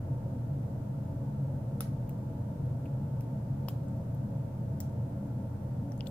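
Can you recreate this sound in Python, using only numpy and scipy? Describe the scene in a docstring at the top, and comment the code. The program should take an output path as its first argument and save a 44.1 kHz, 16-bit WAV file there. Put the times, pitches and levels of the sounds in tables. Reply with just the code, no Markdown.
"""In a small room, a thin steel pick works the pins of a brass padlock close to two microphones.
A ventilation fan rumbles as noise shaped by the room's resonances, over a steady mains hum and hiss.
Pins snap now and then, left of centre: each snap is a filtered click, a little rattling noise,
and dying sine waves for the brass and the steel. Short knocks and pings are one damped sine each.
Early echoes and a tail of random taps put the lock in the room."""
import sys
import numpy as np
from scipy import signal
from scipy.fft import irfft, next_fast_len
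from scipy.io import wavfile

SR = 44100
rng = np.random.default_rng(int(sys.argv[2]) if len(sys.argv) > 2 else 0)


def gain_from_decibels(decibels):
    """Convert decibel values to linear amplitude factors."""
    exponent = np.asarray(decibels, float) / 20
    return 10 ** exponent


def to_wav(s):
    """Save 16-bit WAV."""
    ch = np.atleast_2d(s).T  # columns
    pcm = np.round(np.clip(ch, -1, 1) * 32767)  # PCM
    wavfile.write(sys.argv[1], SR, pcm.astype(np.int16))


N = 269230  # length in samples

LAG = 3  # samples by which the right microphone hears the lock later
CONTACT_S = .00012  # the tool's ring and the pings take about this long to start swinging


def read(points, hz):
    """Reads a (pitch, value) table between its points, on a log-pitch axis."""
    table_hz, value = np.transpose(points)
    return np.interp(np.log(hz + 1), np.log(table_hz + 1), value)


# Colour of the fan noise and hiss: pitch_hz, level_db (per Hz, relative)
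AIR_COLOUR = [(20, -34), (60, -26), (110, -16), (160, -17), (300, -28), (410, -37), (520, -29.5),
              (680, -35), (760, -39.5), (960, -38.5), (1010, -46), (1500, -52), (2200, -60), (4000, -65.5),
              (15550, -67.5), (15800, -110)]
# Where the room and duct resonances lift the fan noise: pitch_hz
RESONANCE_HZ = [40, 90, 116, 138, 176, 205, 242, 283, 356, 474, 547, 572, 656, 706, 845, 899, 922, 954,
                1364, 1515]
# Shape of each of those resonances: width_hz (where it is 6 dB down), height_db (over the noise)
RESONANCE_SHAPE = [(10, 8), (8.8, 10.5), (5.95, 10), (15.2, 11.5), (10.4, -2), (6.8, 11), (13.4, 5),
                   (11.8, 9), (10.4, 1.5), (13, 6), (8.2, 7), (9.9, 5.5), (19.8, 7.5), (4.7, -10),
                   (11.3, 9.5), (14.9, 8.5), (18.3, 2.5), (8.1, 2.5), (19, 8.5), (15, 8.5)]
# How alike the noise is at the two microphones: pitch_hz, likeness (1 same, 0 unrelated, below 0 opposed)
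LIKENESS = [(60, 0.99), (92, 1.0), (140, 0.99), (210, 0.99), (330, 0.87), (500, 0.68), (770, 0.18),
            (1170, 0.0076), (1790, -0.029), (2740, -0.1), (4190, -0.045), (6410, -0.16), (9810, -0.13),
            (15000, 0.34)]
# How the noise leans to one side: pitch_hz, left_minus_right_db
NOISE_LEAN = [(60, 0.5), (99, 0.0), (160, 0.5), (270, 1.5), (450, 1), (740, -3.5), (1220, 4), (2010, -0.5),
              (3330, 0.5), (5500, 0.5), (9080, 0.0), (15000, 0.0)]


def fan():
    """Air noise is random at every pitch, lifted at resonances, and nearly alike at both ears in the bass."""
    level_db = -35.5  # average (rms) level
    size = next_fast_len(N)
    hz = np.fft.rfftfreq(size, 1 / SR)
    lift = np.ones(len(hz))  # in power
    for centre_hz, (width_hz, height_db) in zip(RESONANCE_HZ, RESONANCE_SHAPE):
        distance = 2 * (hz - centre_hz) / width_hz
        lift += gain_from_decibels(height_db) ** 2 / (1 + distance ** 2) ** 2

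    a, b, c, d = rng.standard_normal((len(hz), 4)).T
    same = np.clip(read(LIKENESS, hz), -1, 1)
    left = a + 1j * b
    right = same * left + np.sqrt(1 - same ** 2) * (c + 1j * d)

    lean = gain_from_decibels(read(NOISE_LEAN, hz) / 2)
    colour = gain_from_decibels(read(AIR_COLOUR, hz)) * np.sqrt(lift)
    noise = irfft(np.array([left * lean, right / lean]) * colour, size)[:, :N]
    return gain_from_decibels(level_db) * noise / noise.std()


def hum():
    """The fan motor hums at twice the mains frequency: one steady sine wave."""
    pitch_hz, level_db = 120.4, -41  # level is rms, hence the square root of 2
    turns = pitch_hz * np.arange(N) / SR + rng.random()
    return np.sqrt(2) * gain_from_decibels(level_db) * np.sin(2 * np.pi * turns)


def peaked(x):
    """Scales a sound to a peak of 1."""
    return x / abs(x).max()


def ring(modes, t, luck):
    """Dying sine waves that one blow starts together, each swinging up or down first; peak near 1."""
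    hz, db, t60 = np.transpose(modes)[:, :, None]
    first_way = np.sign(luck[:len(hz), None] - .5)
    size = gain_from_decibels(db - 60 * t / t60) * first_way
    waves = size * np.sin(2 * np.pi * hz * t)
    return waves.sum(0) / np.linalg.norm(size[:, 0])


# The hands turn and shade the lock: time_s, body_left_minus_right_db, treble_left_minus_right_db
LOCK_FACING = [(1.8, 4, 2), (2.1, 4, 6), (3.2, 5, 0), (3.7, 6.5, 0), (4.8, 7, 8), (5.92, 9, 4),
               (6.0, 12, 4), (6.07, 17, 13)]


def facing(s):
    """How much louder the lock is at the left microphone at time s, in dB: body and treble."""
    times, *columns = np.transpose(LOCK_FACING)
    return np.array([np.interp(s, times, column) for column in columns])


# Steel tool's overtones: multiple (of its ring pitch), level_db (relative), cycles (to fall 60 dB)
STEEL_OVERTONES = [(.86, -15, 25), (1, 2, 34), (1.09, -13, 45), (1.23, -13, 30), (1.79, -12, 42)]


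def steel_ring(hz, t, luck):
    """The free length of pick or wrench rings; the fingers mute its high overtones."""
    mute_hz, mute_db_per_khz = 7500, 4
    modes = []
    for multiple, db, cycles in STEEL_OVERTONES:
        mode_hz = multiple * hz
        muted_db = mute_db_per_khz * max(mode_hz - max(hz, mute_hz), 0) / 1000
        modes.append((mode_hz, db - muted_db, cycles / mode_hz))
    return (1 - np.exp(-t / CONTACT_S)) * ring(modes, t, luck)


# Brass body and pins, damped by the fingers: pitch_hz, level_db (relative), t60_s (time to fall 60 dB)
BRASS_MODES = [(9000, -7, .008), (9700, -3, .012), (10300, -3, .01), (11700, -2, .006), (12700, 0, .006),
               (13400, 0, .005), (14300, -1, .004), (15200, 0, .005)]


def brass_ring(centre_hz, harder_db, t, luck):
    """A blow stirs the brass modes near its centre pitch; a harder blow reaches further."""
    reach_hz = 2600 * gain_from_decibels(0.12 * harder_db)  # modes this far away are 12 dB weaker
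    stirred = []
    for hz, db, t60 in BRASS_MODES:
        stirred.append((hz, db - 12 * ((hz - centre_hz) / reach_hz) ** 2, t60))
    return ring(stirred, t, luck)


# Pin contacts, levels before the mix: start_s, treble_crack_db, brass_centre_hz, tool_ring_hz, tool_ring_db
PIN_CONTACTS = [(1.8065, -21, 10000, 3560, -38.5), (1.8068, -22, 12700, 5700, -36),
                (1.8092, -27, 9000, 5500, -43), (1.817, -44, 9500, 3900, -52),
                (1.822, -41, 9700, 6900, -56), (2.0935, -36.5, 14300, 7240, -47),
                (2.656, -53, 11000, 6500, -62), (2.8566, -52, 11000, 2480, -62),
                (3.2085, -38.5, 12000, 2830, -57), (3.2205, -53, 12700, 5100, -66),
                (3.6851, -30.5, 12500, 2930, -38.5), (3.6878, -28.5, 13600, 2680, -47),
                (3.6945, -47, 13500, 3200, -52), (3.7075, -46, 11500, 3000, -64),
                (3.884, -56, 11000, 7400, -52), (3.966, -52, 13500, 2600, -72),
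                (4.147, -46, 13200, 2600, -72), (4.8032, -34, 14500, 5850, -41),
                (4.8035, -27.5, 14700, 7150, -33.5), (4.8068, -38, 14500, 8000, -43),
                (4.8085, -43, 12000, 4800, -51), (4.815, -52, 15000, 5500, -53),
                (5.92, -52, 11500, 5730, -49), (5.923, -55, 14000, 5600, -58),
                (5.978, -49, 10500, 7000, -60), (5.992, -58, 11500, 7700, -59),
                (6.0072, -66, 13500, 2880, -42), (6.0584, -58, 14500, 4400, -67),
                (6.0622, -51, 15300, 2850, -64), (6.0684, -57, 13800, 3300, -56),
                (6.0704, -62, 13800, 3400, -50), (6.0709, -64, 14000, 4450, -56),
                (6.0725, -60, 13800, 7500, -52), (6.0744, -53, 12000, 7000, -59),
                (6.0835, -50, 15000, 7950, -56), (6.093, -58, 12500, 8300, -63)]


def snaps():
    """Each contact is a short crack with a rattle, brass and steel ringing; also returns bare cracks."""
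    soft_db = -31  # contacts below this scrape longer, those above it stir more brass
    middle_low_hz, middle_high_hz = 900, 8400
    t = np.arange(4096) / SR
    near, bare = np.zeros((2, 2, N + len(t)))
    lucks = rng.random((len(PIN_CONTACTS), 2, 16))
    noises = rng.standard_normal((len(PIN_CONTACTS), 2, len(t)))
    blow = signal.unit_impulse(len(t))
    rise = 1 - np.exp(-t / 0.000047)
    middle = signal.butter(2, [middle_low_hz, middle_high_hz], "band", fs=SR, output="sos")
    tock = peaked(signal.sosfilt(middle, blow))

    for n, (row, luck, noise) in enumerate(zip(PIN_CONTACTS, lucks, noises)):
        s, crack_db, brass_hz, tool_hz, tool_db = row
        at = round(s * SR)
        treble = signal.butter(3, 0.8 * brass_hz, "high", fs=SR, output="sos")
        tick = peaked(signal.sosfilt(treble, blow))
        steel = gain_from_decibels(tool_db) * steel_ring(tool_hz, t, luck[0])
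        brass = rise * brass_ring(brass_hz, max(crack_db - soft_db, 0), t, luck[1])
        rattle_s = .0022 + .00004 * max(soft_db - crack_db, 0)
        # the middle lies between crack and ring in level, less 13.5 dB; higher brass has less of it
        middle_db = 0.65 * crack_db + 0.35 * tool_db - 13.5
        middle_db -= 1.5 * (brass_hz - 12500) / 1000

        # alternate contacts go into separate bare tracks
        first_swings = steel * np.exp(-t * tool_hz / 2.0)
        bare_crack = gain_from_decibels(crack_db) * (0.65 * tick + 0.12 * brass)
        bare_crack += 2.4 * gain_from_decibels(middle_db) * tock + 0.64 * first_swings
        bare[n % 2, at:at + len(t)] += bare_crack

        for ear in range(2):
            # the pin and its spring rattle for a few ms, unlike at the two microphones
            rattle = .16 * noise[ear] * rise * np.exp(-t / rattle_s)
            high = .45 * tick + signal.sosfilt(treble, rattle) + 0.55 * brass
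            mid = .8 * tock + 2.5 * signal.sosfilt(middle, rattle)
            body_db, high_db = (1 - ear) * facing(s)
            sound = gain_from_decibels(body_db) * (steel + gain_from_decibels(middle_db) * mid)
            sound += gain_from_decibels(crack_db + high_db) * high
            start = at + LAG * ear
            near[ear, start:start + len(t)] += sound
    return near[:, :N], bare[:, :N]


# Short knocks and pings, mostly sounding with the pin contacts:
# start_s, pitch_hz, level_db (at the right, before it dies away), cycles (to fall 60 dB)
CONTACT_PINGS = [(1.8062, 850, -39, 9), (1.8066, 2600, -46, 30), (1.8062, 1300, -36, 30),
                 (2.0935, 2750, -51, 18), (2.857, 2730, -52, 34), (2.861, 2500, -55, 30),
                 (3.2085, 2600, -48, 9), (3.2085, 5800, -47, 16), (3.6845, 870, -30.5, 6),
                 (3.685, 2500, -41, 16), (3.6851, 5250, -40, 40), (3.6853, 7400, -44, 36),
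                 (4.8035, 1850, -44, 7), (4.8036, 5850, -42, 55), (5.92, 1700, -49, 7),
                 (6.0074, 4850, -48, 30), (6.0835, 8300, -52, 22)]


def knocks():
    """Short knocks and pings, one damped sine each, mostly sounding with the pin contacts."""
    t = np.arange(2048) / SR
    out = np.zeros((2, N + 4096))
    for s, hz, db, cycles in CONTACT_PINGS:
        fading = gain_from_decibels(db - 60 * t * hz / cycles) * (1 - np.exp(-t / CONTACT_S))
        ping = fading * np.sin(2 * np.pi * hz * t)
        for ear in range(2):
            start = round(s * SR) + LAG * ear
            out[ear, start:start + len(t)] += gain_from_decibels(facing(s)[0] * (1 - ear)) * ping
    return out[:, :N]


# Echoes off the bench and hands: delay_s, left_db, right_db
EARLY_ECHOES = [(.0009, -10, -21.5), (.0023, -43, -24), (.0034, -21, -19), (.0051, -19, -23),
                (.0078, -16, -21)]


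def bounces(x):
    """Single early echoes of the lock, other strengths at each microphone, every second one flipped."""
    taps = np.zeros((2, 1024))
    for k, (delay_s, *db) in enumerate(EARLY_ECHOES):
        taps[:, round(delay_s * SR)] = (-1) ** k * gain_from_decibels(db)
    return signal.oaconvolve(x.mean(0, keepdims=True), taps, axes=1)[:, :N]


# How long the room's tail lasts: pitch_hz, t60_s (time to fall 60 dB)
TAIL_T60 = [(1000, 0.51), (3000, 0.25), (7000, 0.28), (11000, 0.26), (15000, .18)]


def room(x):
    """Sparse echoes of random sign, one in every 20 samples, each band dying at its own speed."""
    wet_db = 1.2  # tail over the sound sent in
    slots = np.arange(120, SR // 2, 20)
    places = slots + rng.integers(0, 20, (2, len(slots)))
    signs = rng.choice([-1., 1.], (2, len(slots)))
    taps = np.zeros((2, SR // 2 + 20))
    np.put_along_axis(taps, places, signs, 1)

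    hz, t, bands = signal.stft(taps, SR, nperseg=256)
    dying = gain_from_decibels(-60 * t / read(TAIL_T60, hz)[:, None])
    tail = signal.istft(bands * dying, SR, nperseg=256)[1]
    tail = tail / np.linalg.norm(tail[0])
    return gain_from_decibels(wet_db) * signal.fftconvolve(x[None], tail, axes=1)[:, :N]


def scene():
    """Fan, hum, lock and echoes; the room sums all directions, so it gets the smoother bare cracks."""
    air = fan() + hum()
    lock, bare = snaps()
    knocks_and_pings = knocks()
    lock = lock + knocks_and_pings
    # alternate contacts get separate random tails, so close cracks blend smoothly
    tails = room(bare[0] + 0.32 * knocks_and_pings[1]) + room(bare[1])
    lock = lock + bounces(lock) + tails
    microphone_band = signal.cheby1(6, 1, 15400, fs=SR, output="sos")  # top of the band, Hz
    return signal.sosfilt(microphone_band, lock) + air


def roll_off(x):
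    """The treble ends steeply here."""
    return signal.sosfilt(signal.butter(12, 16510, fs=SR, output="sos"), x)


def record(dry):
    """Fades the mix in over the first 5 ms and finishes it."""
    fade = np.minimum(np.arange(N) / (.005 * SR), 1)
    return roll_off(dry * fade)


dry = scene()
out = record(dry)
to_wav(out)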